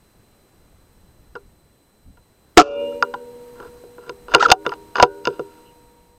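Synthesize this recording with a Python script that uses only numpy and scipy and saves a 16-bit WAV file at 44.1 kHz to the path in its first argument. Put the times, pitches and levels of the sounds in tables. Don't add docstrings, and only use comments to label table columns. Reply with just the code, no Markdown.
import sys
import numpy as np
from scipy import signal
from scipy.fft import rfft, irfft, next_fast_len
from scipy.io import wavfile
from scipy.ndimage import uniform_filter1d, map_coordinates

SR = 44100
rng = np.random.default_rng(int(sys.argv[2]) if len(sys.argv) > 2 else 0)


def wrap_up_sound(samples):
    columns = np.atleast_2d(samples).T
    tamed = np.clip(columns, -1, 1)
    steps = np.round(tamed * 32767).astype(np.int16)
    wavfile.write(sys.argv[1], SR, steps)


N = 272516
T = np.arange(N) / SR
SHOT_S = 2.573


def amp(db):
    return 10 ** (np.asarray(db) / 20)


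def unit(x):
    return x / np.sqrt(np.mean(x ** 2) + 1e-20)


def curves(rows):
    s, *columns = np.transpose(rows)
    return [np.interp(T, s, column) for column in columns] + [(T > s[0]) & (T < s[-1])]


def wobble(rate_hz):
    knots = rng.standard_normal(int(N * rate_hz / SR) + 4)
    return map_coordinates(knots, [T * rate_hz])


def filtered(x, response):
    size = next_fast_len(N + SR // 2)
    hz = np.fft.rfftfreq(size, 1 / SR)
    return irfft(rfft(x, size) * response(hz), size)[:N]


def noise(points):
    f, db = np.transpose(points)
    colour = lambda hz: amp(np.interp(np.log(hz + 1), np.log(f + 1), db))
    return unit(filtered(rng.standard_normal(N), colour))


# t/s, level/dB
HANDLING_LEVEL = [(0, -61), (1.1, -53.5), (2.1, -64), (2.6, -59), (4.2, -55.5), (6.18, -58)]
# t/s, level/dB
REST_JOLTS = [(2.086, -47), (2.17, -49), (4.35, -41), (4.519, -41), (5.03, -40.5)]
# f/Hz, level per Hz/dB
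RUMBLE_COLOUR = [(7.1, -26), (12, 0.5), (60, 1), (168, -9), (195, -10), (300, -18.5), (390, -53),
                 (660, -120)]
JOLT_HALF_S = 0.037
RECOIL_DB, RECOIL_DB_PER_S = -28.5, 129.5


def handling_rumble():
    level = amp(curves(HANDLING_LEVEL)[0])
    level += sum(amp(db) * np.exp(-((T - s) / JOLT_HALF_S) ** 2) for s, db in REST_JOLTS)
    level += (T > SHOT_S) * amp(RECOIL_DB - RECOIL_DB_PER_S * np.abs(T - SHOT_S))
    return level * unit(amp(3.0 * wobble(32)) * noise(RUMBLE_COLOUR))


# f/Hz, level/dB
YARD_COLOUR = [(60, -26), (100, -5), (340, -5), (3760, -25.5), (7400, -26.5), (9900, -18.5), (12600, -20),
               (13500, -10.5), (14300, -21.5), (15900, -26.5)]
# f/Hz, rms level before the swell/dB
SCOPE_WHINE = [(4032, -75.5), (8064, -72), (9297, -73.5), (13329, -66.5)]
# t/s, gain/dB
SWELL_GAIN = [(0, 2.5), (2.6, 1.5), (2.9, 8.5), (5.6, 8), (6.18, 1.5)]


def hush_and_whine():
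    hush = amp(-59.5 + 1.2 * wobble(2.5)) * noise(YARD_COLOUR)
    whine = sum(np.sqrt(2) * amp(db + 1.4 * wobble(60)) * np.sin(2 * np.pi * hz * T)
                for hz, db in SCOPE_WHINE)
    return amp(curves(SWELL_GAIN)[0]) * (hush + whine)


# t/s, half length/s, f/Hz, half width/Hz, level/dB
FAINT_WHISTLES = [(2.92, .008, 1380, 60, -44), (4.39, .014, 2440, 50, -33), (5.68, .03, 2900, 250, -60)]


def whistles():
    out = np.zeros(N)
    for s, half_s, hz, width_hz, db in FAINT_WHISTLES:
        band = lambda f: np.exp(-((f - hz) / width_hz) ** 2)
        tone = unit(filtered(rng.standard_normal(N), band))
        out += amp(db) * np.exp(-((T - s) / half_s) ** 2) * tone
    return out


# t/s, slips a second f/Hz
SLIP_RATE = [(4.398, 999), (4.405, 1289), (4.416, 1415), (4.422, 1927), (4.428, 2097), (4.456, 1430),
             (4.463, 1321), (4.466, 1200)]
# multiple, level/dB
SLIP_OVERTONES = [(2, -44), (3, -40), (4, -50)]
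# f/Hz, level per Hz/dB
RASP_COLOUR = [(700, -20), (2500, 0), (6500, -6), (9000, -30)]
SQUEAL_DB, PRESS_DB_PER_S, FADE_S = -12, 130.5, .004
SING_HZ, SING_WIDTH_HZ, OFF_DB = 1380, 71, -25
RASP_DB = -36


def squeal():
    hz, gate = curves(SLIP_RATE)
    gate = uniform_filter1d(gate * 1., size=round(FADE_S * SR))
    resonance = 1 / (1 + ((hz - SING_HZ) / SING_WIDTH_HZ) ** 2) + amp(OFF_DB)
    sing = amp(SQUEAL_DB + PRESS_DB_PER_S * (T - SLIP_RATE[0][0]) * gate) * resonance
    phase = 2 * np.pi * np.cumsum(hz * (1 + 0.027 * wobble(400))) / SR
    tone = sing * amp(1.1 * wobble(490)) * np.sin(phase)
    overtones = sum(amp(db + 6.9 * wobble(300)) * np.sin(k * phase) for k, db in SLIP_OVERTONES)
    rasp = amp(RASP_DB + 3.3 * wobble(100)) * (1 + np.cos(phase)) * noise(RASP_COLOUR)
    return np.sqrt(2) * gate * (tone + overtones + rasp)


def stock(x):
    t = T[:SR // 3]
    colour = [(150, -30.5), (300, 2.5), (500, 4.5), (1500, -11.0), (2500, -29.5)]  # f/Hz, level/dB
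    tail = noise(colour)[:len(t)] * amp(-60 * t / 0.065)
    x = x + amp(-18) * signal.fftconvolve(x, tail / np.linalg.norm(tail))[:N]
    high_pass = lambda hz: (1j * hz / (90 + 1j * hz)) ** 2
    low_pass = lambda hz: 1 / (1 - (hz / 7500) ** 2 + 1.1j * hz / 7500) ** 3
    return filtered(x, lambda hz: high_pass(hz) * low_pass(hz))


# f/Hz, T60/s, level/dB
CLACK_MODES = [(1224, 0.022, -5), (1380, 0.026, 0)]
CLONK_MODES = [(850, .035, -3), (977.5, 0.045, 0), (1457, .4, -46), (1547, .3, -43)]
THUD_MODES = [(141, 0.094, -17), (341.9, 0.07, -4), (379.3, 0.08, 2), (400, 0.39, -11), (480.7, 0.093, 1.5)]
KNOCK_MODES = [(750, .033, 0)]
TICK_MODES = [(2823, 0.0091, 8.5), (3626, 0.011, 0), (4206, 0.0056, 2.5), (4780, 0.0059, 3.5),
              (6346, 0.014, -8)]


def ring(modes):
    t = T[:SR // 2]
    out = np.zeros(len(t))
    for hz, t60, db in modes:
        soft_edge = 1 - np.exp(-.8 * hz * t)
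        out += amp(db - 60 * t / t60) * soft_edge * np.sin(2 * np.pi * hz * t)
    return out


# t/s, length/s, level at start/dB, level at end/dB, treble over these/dB
RUB_STROKES = [(3.555, 0.041, -48, -48, -17), (3.605, 0.068, -42.5, -43, -18), (3.754, 0.03, -50, -54, -23),
               (3.987, 0.097, -54, -43, -13), (4.288, .07, -45.5, -20.5, -10.5),
               (4.355, .11, -28.5, -25.5, -17.5), (4.485, 0.027, -24, -19.5, -9.5),
               (4.646, 0.09, -46, -40, -12), (4.955, 0.076, -29.5, -19, -8.5),
               (5.245, 0.09, -39, -50.5, -5.5), (5.33, 0.33, -54, -61, -7.5)]
RUB_IN_DB_PER_S, RUB_OUT_DB_PER_S = 2998, 700.5


def rubbing():
    pushes, bright = np.zeros(N), np.zeros(N)
    for s, length_s, start_db, end_db, treble_db in RUB_STROKES:
        level = np.interp(T, [s, s + length_s], [start_db, end_db])
        level -= RUB_IN_DB_PER_S * np.clip(s - T, 0, None)
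        level -= RUB_OUT_DB_PER_S * np.clip(T - s - length_s, 0, None)
        pushes += amp(level)
        bright += amp(level + treble_db)
    grit = unit(rng.standard_normal(N) * amp(4.7 * wobble(300)))
    weights = ((CLACK_MODES, -2), (CLONK_MODES, -2), (THUD_MODES, -1), (KNOCK_MODES, -6))
    body = sum(amp(db) * unit(ring(modes)) for modes, db in weights)
    shaken = signal.fftconvolve(pushes * grit, body)
    shaken += signal.fftconvolve(bright * grit, unit(ring(TICK_MODES)))
    return stock(shaken[:N] / np.linalg.norm(body))


STEEL_MODE_HZ = [246.2, 313.3, 407, 437, 469.3, 484.6, 570.2, 829, 939.5, 1026, 1419, 1547, 2361, 2643,
                 2817, 2939, 3547, 4950, 1174, 1712, 2455]
# T60/s, level after the shot/dB, level after a contact/dB
STEEL_DECAY = [(3.2, -36, -19.5), (1.6, -30.5, -4), (1, -23, 3.5), (.36, 2, -22), (1.5, -21, -7),
               (5.15, -29, -18.5), (0.89, -3.5, -0.5), (0.41, -21.5, -18.5), (3.6, -37, -9.5),
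               (0.5, -24, -31), (0.33, -9, -20), (0.11, -9.5, -5.5), (.8, -35, -30), (0.35, -20, -29),
               (.9, -25.5, -33.5), (1.4, -46, -36), (0.76, -41, -39), (0.13, -10.5, -34.5),
               (0.28, -21.5, -30), (0.24, -24.5, -30), (1, -40, -39)]
FLUTTER_DB = 3


def steel(column):
    t = T[:4 * SR]
    flutter = wobble(30)[:4 * SR]
    modes = np.zeros(len(t))
    for hz, mode in zip(STEEL_MODE_HZ, STEEL_DECAY):
        depth_db = FLUTTER_DB * min(hz / 2000, 1) ** 2
        waver_db = depth_db * np.roll(flutter, round(9 * hz))
        modes += amp(mode[column] - 60 * t / mode[0] + waver_db) * np.sin(2 * np.pi * hz * t)
    return modes * (1 - np.exp(-t / 0.0025)) * np.clip(t[::-1] / .3, 0, 1)


# clonk level/dB, thud level/dB, knock level/dB, tick level/dB; chatter T60/s (held to 0.002 or more)
ACTION_CONTACTS = [(1.353, -27.5, -4.5, -1.5, -19, -12, 0.046), (2.171, -49, -3, -6.5, -8, -10, 0.031),
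                   (3.025, -2.5, -9, -23, -35, -9.5, 0.0058), (3.139, -22.5, 5, -8, -22, -10, 0.023),
                   (3.601, -32, -3, 1.5, -29, -12, 0.022), (3.837, -51.5, -3, 19, 7, -14.5, 0.0067),
                   (3.982, -37, 0, 2.5, -15, -18, 0.0019), (4.094, -24.5, -5, 0, -20, -1.5, 0.012),
                   (4.283, -27, -4, -4.5, -16, -12.5, .006), (4.318, -25.5, -4, -14.5, -37, -11, .008),
                   (4.338, -6.5, -3.5, -14.5, -15, -7.5, 0.045), (4.347, 5.5, -6, -8, -13.5, 1, 0.0085),
                   (4.426, -5, -1, -22.5, -26, -6, 0.0076), (4.485, -19.5, -2.5, -5, -10, -4, 0.014),
                   (4.494, -16.5, -3, 0, -3.5, -5, .013), (4.502, -9, -6.5, -27.5, -11, 0.5, 0.0052),
                   (4.516, 3.5, -14.5, -21.5, 6, 8, 0.023), (4.653, -25.5, -2, -10.5, -14.5, -21, 0.023),
                   (4.664, -10.5, -9, -4.5, -23, -7.5, 0.012), (4.693, -27.5, -3, -14.5, -20, 1.5, 0.008),
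                   (4.719, -20, -3, -17.5, -31, -19, 0.027), (4.737, -29.5, -5.5, -14, -28, -4, 0.019),
                   (4.956, -9.5, -8.5, -23, -27.5, -9, 0.011), (4.968, -17, -9, -21, -20, -7, 0.018),
                   (4.983, -11, -4, -6.5, -20, -15, .015), (4.999, -6.5, 4, -13, -22, -5.5, 0.0083),
                   (5.026, 4, 3, -4, 2.5, -2.5, 0.025), (5.253, -22, -5.5, -16, -27, 5, 0.015),
                   (5.272, -11.5, -3, 0.5, -10, -3.5, 0.015), (5.304, -53, 0, 28.5, -9, -10, .006),
                   (5.394, -24.5, -3.5, 8.5, -4, -12, 0.014)]
FIRST_TAP = 5
RING_CLACK_DB, RING_THUD_DB = -42, -45


def action():
    out, blows, t = np.zeros(N + SR), np.zeros(N), T[:SR // 16]
    groups = [ring(g) for g in (CLACK_MODES, CLONK_MODES, THUD_MODES, KNOCK_MODES, TICK_MODES)]
    for s, db, clonk_db, thud_db, knock_db, tick_db, t60 in ACTION_CONTACTS:
        start = round(s * SR)
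        chatter = amp(-60 * t / max(t60, .002)) * rng.standard_normal(len(t))
        chatter[0] += FIRST_TAP
        push = np.abs(chatter)
        levels = (0, clonk_db, thud_db, knock_db, tick_db)
        forces = (chatter, chatter, push, chatter, chatter)
        for group, level, force in zip(groups, levels, forces):
            sound = signal.fftconvolve(group, force)
            out[start:][:len(sound)] += amp(db + level) * sound / np.abs(sound).max()
        blows[start] = amp(db + RING_CLACK_DB) + amp(db + thud_db + RING_THUD_DB)
    return stock(out[:N]) + signal.fftconvolve(blows, steel(column=2))[:N]


# f/Hz, level/dB
BLAST_SPECTRUM = [(24, -68.5), (40, -41.5), (130, -44), (200, -40), (277, -1.5), (620, -10.5), (710, 1),
                  (866, -20), (1320, -2), (1610, -28.5), (2100, -29), (2750, -15), (3600, -24),
                  (4900, -22.5), (6140, -24), (8300, -37), (9500, -62)]
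REBOUND_TIMES = [2.573, 2.578, 2.583, 2.589, 2.599, 2.608, 2.615, 2.621]
REBOUND_S, REBOUND_DECAY_S = 0.00018, 0.00064
LEAD_S, LEAD_DB = .007, -14.5
BLAST_DB, BUILD_DB, HOLD_S = 22, 3.5, .03
CLOSE_S = .045
TAIL_DB, TAIL_DB_PER_S = 1, 200
TREBLE_DB, DULL_DB_PER_S = 7, 152.5


def shot():
    t = T - SHOT_S
    after = np.clip(t - HOLD_S, 0, None)
    build_db = BUILD_DB * np.clip(1 - t / HOLD_S, 0, 1) ** 2
    valve = amp(BLAST_DB - build_db - 60 * (after / CLOSE_S) ** 2)
    escape = amp(TAIL_DB - TAIL_DB_PER_S * after)
    lead = amp(LEAD_DB) * np.clip(1 + t / LEAD_S, 0, 1) * (t <= 0)
    level = (t > 0) * (valve + escape) + lead
    air = noise(BLAST_SPECTRUM)
    low = filtered(air, lambda hz: 1 / (1 + (hz / 1900) ** 6))
    rattle = 0.1 * amp(1.8 * wobble(160))
    for s in REBOUND_TIMES:
        decay = np.exp(-np.clip(T - s, 0, None) / REBOUND_DECAY_S)
        rattle += decay * np.clip((T - s) / REBOUND_S, 0, 1)
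    treble = amp(TREBLE_DB - DULL_DB_PER_S * np.clip(t, 0, HOLD_S)) * (air - low)
    blast = level * (np.sqrt(rattle) * low + rattle * treble)
    return blast + np.pad(steel(column=1), (round(SHOT_S * SR), 0))[:N]


def scene():
    background = handling_rumble() + hush_and_whine() + whistles()
    return (background + squeal() + rubbing() + action() + shot())[None]


def smoothed(x, time_s):
    keep = np.exp(-1 / (time_s * SR))
    return signal.lfilter([1 - keep], [1, -keep], x)


def record(dry):
    x = dry[0]
    power = smoothed(x ** 2, .02)
    over_db = np.maximum(10 * np.log10(power + 1e-12) + 9, 0)
    release_db = 120 * T
    cut_db = np.maximum.accumulate(over_db + release_db) - release_db
    x = x * amp(-smoothed(cut_db, .014))
    x = x / (1 + np.abs(x / .96) ** 10) ** (1 / 10)
    shelf_db = lambda hz: -12 / (1 + (8900 / (hz + 1)) ** 12)
    return filtered(x, lambda hz: amp(shelf_db(hz)) * (hz < 15900))[None]


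dry = scene()
out = record(dry)
wrap_up_sound(out)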